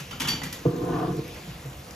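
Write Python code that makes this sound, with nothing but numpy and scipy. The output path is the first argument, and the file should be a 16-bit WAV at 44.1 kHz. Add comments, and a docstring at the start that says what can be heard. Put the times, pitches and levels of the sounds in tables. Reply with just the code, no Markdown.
"""A kitchen worktop beside a hot waffle iron. A bottle is handled among utensils: light clicks,
a clatter and one bright metal ring, choked by a touch. Something heavy thumps onto the wooden counter
and slides for half a second, its tiny slips shaking the wood, with soft bumps before and after.
Under it all lies a bed of hiss and faintly sizzling fat, heard through two close microphone ports."""
import sys
import numpy as np
from scipy import signal
from scipy.fft import rfft, irfft
from scipy.io import wavfile
from scipy.ndimage import uniform_filter1d

SR = 44100
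rng = np.random.default_rng(int(sys.argv[2]) if len(sys.argv) > 2 else 0)


def wrap_up_sound(samples):
    """Save the sound to the file named by the first command line argument, as 16-bit audio."""
    columns = np.atleast_2d(samples).T
    # keep every value between -1 and 1, then stretch to whole-number steps
    tamed = np.clip(columns, -1, 1)
    steps = np.round(tamed * 32767).astype(np.int16)
    wavfile.write(sys.argv[1], SR, steps)


N = 85995

# The bottle knocking among utensils. Each row: start in seconds, level in dB,
# treble tilt in dB per octave, clack pitch in Hz, clack level in dB relative to the crack.
CLICK_HITS = [(0.001, -12, 0.5, 2930, -12), (0.1095, -11.5, -2.5, 3030, 0), (0.127, -15.5, -2, 1400, 4.5),
              (0.199, -5, 1, 5740, -15), (0.204, -1.7, 0.6, 3424, -3.5), (0.217, -3, 0, 2270, -3.5),
              (0.249, -7, -3, 3000, 1), (0.273, -5.5, 1, 2905, -4), (0.278, -3.5, -2, 3070, -5),
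              (0.284, -2, 2, 5870, -5), (0.316, -9.5, -3, 2383, 0.5), (0.352, -18, -1, 1840, -15),
              (0.416, -10.5, -4, 2000, 2.5), (0.434, -6, 3, 2430, -4), (0.459, -14.5, -6, 1874, -2),
              (0.5261, -7, 3.5, 1947, -3.5)]
# The tone of the crack. Each row: frequency in Hz, gain in dB.
CRACK_EQ = [(100, -20), (260, 4.5), (380, -7.5), (650, -11.5), (870, -2.5), (1500, -1), (2200, -3.5),
            (3100, -0.5), (4000, -6), (7200, -5.5), (10000, -9), (15500, -20)]
# Hits that set the utensil ringing. Each row: start in seconds, level in dB.
METAL_STRIKES = [(0.11, -27), (0.205, -31), (0.2826, -0.5)]
# The utensil's modes. Each entry: pitch in Hz.
METAL_PITCHES = [1827, 2137, 2988, 3024, 3261, 3387, 3531, 4575, 4640, 5599, 5732, 5826, 7041, 10660, 11611,
                 12161, 13240]
# The same modes in order. Each row: level in dB, 60 dB decay in seconds, left over right in dB.
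METAL_MODES = [(-10, 0.18, 0), (-13, 0.38, 0), (-17, 0.5, -12), (-13, 0.31, -14), (0, 0.21, 2),
               (-12.5, 0.56, 0), (-11, 0.24, -2), (2, 0.41, -2.5), (-6.5, 0.31, 0), (-16, 0.22, 0),
               (-11.5, 0.43, 3), (-9.5, 0.36, -2), (-11, 0.36, 8), (-16, 0.28, 0), (-16, 0.27, 0),
               (-16, .19, 0), (-15, .23, 0)]

# Bumps, the big thump and the jolts of the slide. Each row: start in seconds, level in dB,
# centre of the push in Hz, its reach as a factor below and above the centre.
COUNTER_BLOWS = [(0.004, -14, 145, 1.18), (0.218, -15, 180, 1.37), (0.244, -9, 126, 1.56),
                 (0.29, -11.5, 116, 1.55), (0.332, -13, 137, 1.9), (0.425, -12.5, 168, 1.47),
                 (0.459, -13, 173, 1.55), (0.556, -22, 136, 1.57), (0.61, -19.5, 260, 1.3),
                 (0.6505, 1.5, 383, 1.48), (0.653, -12, 770, 1.27), (0.655, 3.3, 125, 1.42),
                 (0.659, -5, 1120, 1.28), (0.731, -7.5, 257, 1.76), (0.818, -6.5, 161, 1.5),
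                 (0.831, -7, 393, 1.33), (0.869, -7, 336, 1.3), (0.897, -5.5, 250, 1.85),
                 (0.928, -8, 158, 1.34), (0.955, -14, 172, 1.8), (0.982, -6, 730, 1.16),
                 (1.012, -10, 287, 2.1), (1.023, -5, 1120, 1.14), (1.04, -9, 220, 2.2),
                 (1.074, -9.5, 266, 1.55), (1.095, -8.5, 150, 1.33), (1.122, -9.5, 160, 1.65),
                 (1.164, -8.5, 160, 1.26), (1.185, -11, 237, 2.14), (1.473, -13.5, 162.5, 1.18),
                 (1.641, -5.5, 129.3, 1.12), (1.65, -23, 374, 2.15)]
# The wooden counter's modes. Each row: pitch in Hz, level in dB, 60 dB decay in seconds.
COUNTER_MODES = [(114.5, -0.5, 0.045), (127.8, -1, 0.19), (167.5, 1, 0.11), (207, -9.5, 0.068),
                 (257.2, -6.5, 0.11), (310, -3.5, 0.12), (349.8, -6, 0.17), (446.8, 1, 0.056),
                 (491.7, -0.5, 0.13), (635, -11, 0.099), (718, -6, 0.16), (914, -7, 0.024),
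                 (1032, -9, 0.053), (1179, -11.5, 0.06), (1490, -21.5, 0.11), (1790, -23.5, 0.11)]
# Faders for the slide and the faint shuffle after it. Each row: time in seconds, rumble in dB,
# scrape in dB.
SLIDE_FADERS = [(0.67, -25, -32), (0.7, -32.5, -41.5), (0.78, -31.5, -41.5), (0.82, -28, -38),
                (0.89, -29.5, -32.5), (0.95, -26.5, -31), (1.04, -30.5, -29), (1.09, -30, -35),
                (1.15, -31.5, -42.5), (1.2, -32.5, -42.5), (1.222, -40.5, -49.5), (1.35, -48, -53.5),
                (1.41, -48, -51.5), (1.95, -55.5, -59.5)]
# Short slips push little bass into the wood. Each row: frequency in Hz, gain in dB.
SLIP_EQ = [(80, -11), (125, -9.5), (165, -3.5), (230, -4.5), (370, 2), (490, -3), (610, -2), (720, 2),
           (870, -2.5), (1100, 4), (1500, -2.5), (1800, -1)]
# The gritty edge of the scrape. Each row: frequency in Hz, gain in dB.
GRIT_EQ = [(300, -34), (700, -19), (1500, 3), (2100, -9), (3200, -7), (4500, -16.5), (9000, -29)]

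# The thin, bright crackle of fat. Each row: frequency in Hz, gain in dB.
SIZZLE_EQ = [(500, -52), (2500, -3), (7000, 11), (15000, 1)]
# Sharper ticks in the sizzle. Each row: start in seconds, level in dB, pitch in Hz.
SIZZLE_TICKS = [(0.436, -25.5, 11500), (0.529, -22, 11600), (0.763, -24, 5460), (0.85, -23.5, 8700),
                (1.168, -25, 9200), (1.28, -24.5, 10200), (1.345, -27, 9200), (1.546, -29, 11000),
                (1.66, -27, 10000), (1.732, -23.5, 2740), (1.9088, -19.5, 6040)]
# The tone of the steady noise bed. Each row: frequency in Hz, gain in dB.
HISS_EQ = [(20, -48), (36, -50), (50, 4.5), (62, 6), (74, 2.5), (95, 2.5), (130, -0.5), (220, -4),
           (380, -15.5), (500, -6.5), (700, -12), (1500, -15), (2700, -20.5), (4200, -21.5), (8000, -22),
           (12000, -27.5), (15500, -30.5)]
# The fader of a swelling layer of hiss. Each row: time in seconds, level in dB.
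SWELL_FADER = [(0, -45.5), (0.15, -53), (0.55, -48), (0.72, -54), (1.1, -55.5), (1.25, -47.5),
               (1.36, -46.5), (1.5, -49), (1.65, -57.5), (1.8, -53), (1.95, -58.5)]
# The tone of that layer. Each row: frequency in Hz, gain in dB.
SWELL_EQ = [(100, -12), (450, 2), (900, -9), (1500, -3.5), (2600, 4.5), (4000, -2.5), (5800, -5.5),
            (8000, -15), (15000, -16)]
# The kitchen's reverb. Each row: frequency in Hz, 60 dB decay in seconds.
ROOM_DECAY = [(100, 0.84), (500, 0.91), (1500, 0.34), (4000, 0.55), (9000, 0.21), (15000, 0.35)]

# How alike the two ports sound. Each row: frequency in Hz, likeness from 0 to 1.
PORT_LIKENESS = [(60, .999), (140, 1), (300, 0.95), (480, 0.88), (700, 0.43), (1400, 0.29), (2300, 0.69),
                 (3400, 0.59), (5000, 0.62), (7000, 1), (9000, 1), (10600, 1), (12600, 0.85), (14500, 0.91),
                 (15700, 1)]
# Phase between the ports. 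Each row: frequency in Hz, lead of the left in radians.
PORT_LEAD = [(20, 0), (2000, 0), (3400, .9), (4600, 1.05), (6200, .3), (7200, 1.5), (8300, 2.9),
             (9500, 3.4), (10500, 4.6), (11800, 6.1), (13400, 6.5), (14500, 7.9), (15600, 9.4)]
# Balance between the ports. Each row: frequency in Hz, left over right in dB.
PORT_BALANCE = [(200, -0.5), (350, 0.5), (490, -3.5), (700, 0.5), (1000, 0.5), (1300, 3.5), (1800, 0),
                (3400, 0.5), (4800, -0.5), (7000, 0), (15000, 0.5)]


def clatter(gain_db=-2, attack_s=0.00079, decay_s=0.0069, clack_t60_s=0.058, room_db=2.5):
    """Each knock of the bottle is a short crack with a room tail and a hollow, pitched clack."""
    out, t = np.zeros((2, N)), np.arange(SR // 2) / SR
    for start, db, tilt_db, clack_hz, clack_db in CLICK_HITS:
        crack = rng.standard_normal((2, len(t))) * (1 - np.exp(-t / attack_s)) * np.exp(-t / decay_s)
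        click = unit_energy(crack) + amp(room_db) * room()
        hollow = np.sin(2 * np.pi * clack_hz * t) * amp(-60 * t / clack_t60_s)
        clack = amp(clack_db) * unit_energy(convolve(click, hollow))
        add(out, start, amp(gain_db + db) * (colour(click, CRACK_EQ, tilt_db) + clack))
    return out


def utensil(gain_db=-25.5, attack_s=0.0035, choke_at_s=0.417, choke_db_per_s=1800, room_db=-10):
    """Struck metal rings on, each mode with its own pan, until a touch chokes it."""
    out, t = np.zeros((2, N)), np.arange(SR // 2) / SR
    for start, strike_db in METAL_STRIKES:
        for hz, (db, t60, pan_db) in zip(METAL_PITCHES, METAL_MODES):
            envelope = amp(gain_db + strike_db + db - 60 * t / t60) * (1 - np.exp(-t / attack_s))
            mode = np.sin(2 * np.pi * hz * (t + start)) * envelope
            add(out, start, amp([[pan_db / 2], [-pan_db / 2]]) * mode)
    out *= amp(-choke_db_per_s * np.maximum(np.arange(N) / SR - choke_at_s, 0))
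    return out + amp(room_db) * convolve(out, room())


def thumps(gain_db=-17, room_db=-10):
    """Padded blows ring the counter; the softer the contact, the lower and rounder the push."""
    out, ring = np.zeros((2, N)), counter_ring()
    for start, db, hz, reach in COUNTER_BLOWS:
        push = signal.butter(2, [hz / reach, hz * reach], "band", fs=SR, output="sos")
        add(out, start, amp(gain_db + db) * signal.sosfilt(push, ring))
    return out + amp(room_db) * convolve(out[0], room())


def counter_ring(decay_scale=1):
    """The wood's answer to a tap: neighbouring modes swing in opposite directions."""
    t = np.arange(SR // 2) / SR
    swing = sum((-1) ** k * amp(db - 60 * t / (t60 * decay_scale)) * np.exp(2j * np.pi * hz * t)
                for k, (hz, db, t60) in enumerate(COUNTER_MODES))
    return np.array([swing.imag, swing.real])


def slide(crossover_hz=568, grit_db=-17, attack_s=0.0082, width_db=-0.5):
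    """Dense small slips shake the counter: an even rumble, and a scrape that peaks in mid-stroke."""
    slips = crackle(per_s=1000, spread_db=1.5)
    loaded_ring = counter_ring(decay_scale=0.9)[0]  # the sliding weight damps the wood
    body = colour(convolve(slips, loaded_ring), SLIP_EQ)
    crossover = [signal.butter(6, crossover_hz, kind, fs=SR, output="sos") for kind in ("low", "high")]
    rumble, scrape = (unit_rms(signal.sosfilt(band, body)) for band in crossover)
    scrape += amp(grit_db) * unit_rms(colour(slips, GRIT_EQ))
    rumble = steady(rumble) * fader(SLIDE_FADERS, column=1)
    scrape = steady(scrape) * fader(SLIDE_FADERS, column=2)
    fade_in = np.clip((np.arange(N) / SR - SLIDE_FADERS[0][0]) / attack_s, 0, 1)
    return fade_in * (rumble + scrape) * amp([[0], [width_db]])


def sizzle(crackle_db=-62, tick_decay_s=0.0025, room_db=-5):
    """Fat crackles faintly on the hot plate, with a few sharper ticks."""
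    out = amp(crackle_db) * unit_rms(colour(crackle(per_s=220, spread_db=1.2), SIZZLE_EQ))
    t = np.arange(SR // 20) / SR
    for start, db, hz in SIZZLE_TICKS:
        burst = rng.standard_normal((2, len(t))) * np.exp(-t / tick_decay_s)
        tick = colour(burst, [(hz / 4, -20), (hz, 0), (hz * 2, -16)])
        add(out, start, amp(db) * unit_energy(tick))
    return out + amp(room_db) * convolve(out[0], room())


def hiss(bed_db=-43, drift_db=1.76, size=512):
    """A steady bed of kitchen noise with slow swells and faint patches drifting through its tone."""
    bed = amp(bed_db) * unit_rms(colour(rng.standard_normal((2, N)), HISS_EQ, size=16384))
    swell = fader(SWELL_FADER) * unit_rms(colour(rng.standard_normal((2, N)), SWELL_EQ))
    bands = signal.stft(bed + swell, nperseg=size)[2]
    patches = uniform_filter1d(rng.standard_normal(bands.shape[1:]), size=9, axis=0)  # smooth in pitch
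    patches = unit_rms(uniform_filter1d(patches, size=8, axis=1))  # and in time
    return signal.istft(bands * amp(drift_db * patches), nperseg=size)[1][:, :N]


def room(size=256):
    """A diffuse kitchen tail, each band dying at its own speed."""
    hz, t, bands = signal.stft(rng.standard_normal((2, SR // 2)), SR, nperseg=size)
    decay = amp(-60 * t / curve_at(ROOM_DECAY, hz)[:, None]) * (t > 0)
    return unit_energy(signal.istft(bands * decay, SR, nperseg=size)[1][:, :SR // 2])


def crackle(per_s, spread_db):
    """Two trains of random clicks of uneven size."""
    sizes = amp(spread_db * np.minimum(rng.exponential(1, (2, N)), 2.5))
    signs = rng.choice([-1, 1], (2, N))
    return sizes * signs * (rng.random((2, N)) < per_s / SR)


def colour(x, eq, tilt_db=0, size=4096):
    """A minimum-phase EQ of unit energy, tilted by tilt_db per octave above 1 kHz."""
    hz = abs(np.fft.fftfreq(size, 1 / SR))
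    octaves = np.log2(np.maximum(hz, 1000) / 1000)
    log_gain = np.log(amp(curve_at(eq, hz) + tilt_db * octaves))
    taps = np.fft.ifft(np.exp(np.conj(signal.hilbert(log_gain)))).real[:size // 2]
    return convolve(x, taps / np.linalg.norm(taps))


def steady(x, size=2600):
    """Rides out slow swells of power, as under a constant push."""
    return x / np.sqrt(abs(uniform_filter1d(x ** 2, size, axis=1)) + 1e-9)


def amp(db):
    """Decibels to gain."""
    return 10 ** (np.asarray(db) / 20)


def unit_rms(x):
    """Scales to rms 1."""
    return x / np.sqrt(np.mean(x ** 2) + 1e-20)


def unit_energy(pair):
    """Scales a pair so that its first channel has energy 1."""
    return pair / np.linalg.norm(pair[0])


def curve_at(points, hz):
    """Reads a curve on a log-frequency axis."""
    point_hz, values = np.transpose(points)
    return np.interp(np.log(hz + 1), np.log(point_hz + 1), values)


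def fader(table, column=1):
    """Gain over time from a column in dB."""
    rows = np.array(table)
    return amp(np.interp(np.arange(N) / SR, rows[:, 0], rows[:, column]))


def add(mix, start_s, sound):
    """Drops a sound into the mix at its cue."""
    part = mix[..., round(start_s * SR):][..., :sound.shape[-1]]
    part += sound[..., :part.shape[-1]]


def convolve(x, response):
    """Plays x through a response, channel by channel."""
    return signal.fftconvolve(np.atleast_2d(x), np.atleast_2d(response), axes=1)[:, :x.shape[-1]]


def scene():
    """The layers' two channels become mid and side, blended by frequency; the panned metal sits on top."""
    common, differing = rfft(clatter() + thumps() + slide() + hiss() + sizzle(), 2 * N)
    alike = np.clip(curve_at(PORT_LIKENESS, np.fft.rfftfreq(2 * N, 1 / SR)), 0, .9995)
    mid = common * np.sqrt((1 + alike) / 2)
    side = differing * np.sqrt((1 - alike) / 2)
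    return irfft(np.array([mid + side, mid - side]))[:, :N] + utensil()


def record(dry, high_cut_hz=15800):
    """The ports differ a little in tone and drift apart in phase toward the treble; then a high cut."""
    hz = np.fft.rfftfreq(2 * N, 1 / SR)
    lean = np.exp(.5j * curve_at(PORT_LEAD, hz)) * amp(curve_at(PORT_BALANCE, hz) / 2)
    ports = irfft(rfft(dry, 2 * N) * np.array([lean, 1 / lean]))[:, :N]
    high_cut = signal.firwin(511, high_cut_hz, window=("kaiser", 9), fs=SR)
    return signal.oaconvolve(ports, high_cut[None], "same")


dry = scene()
out = record(dry)
wrap_up_sound(out)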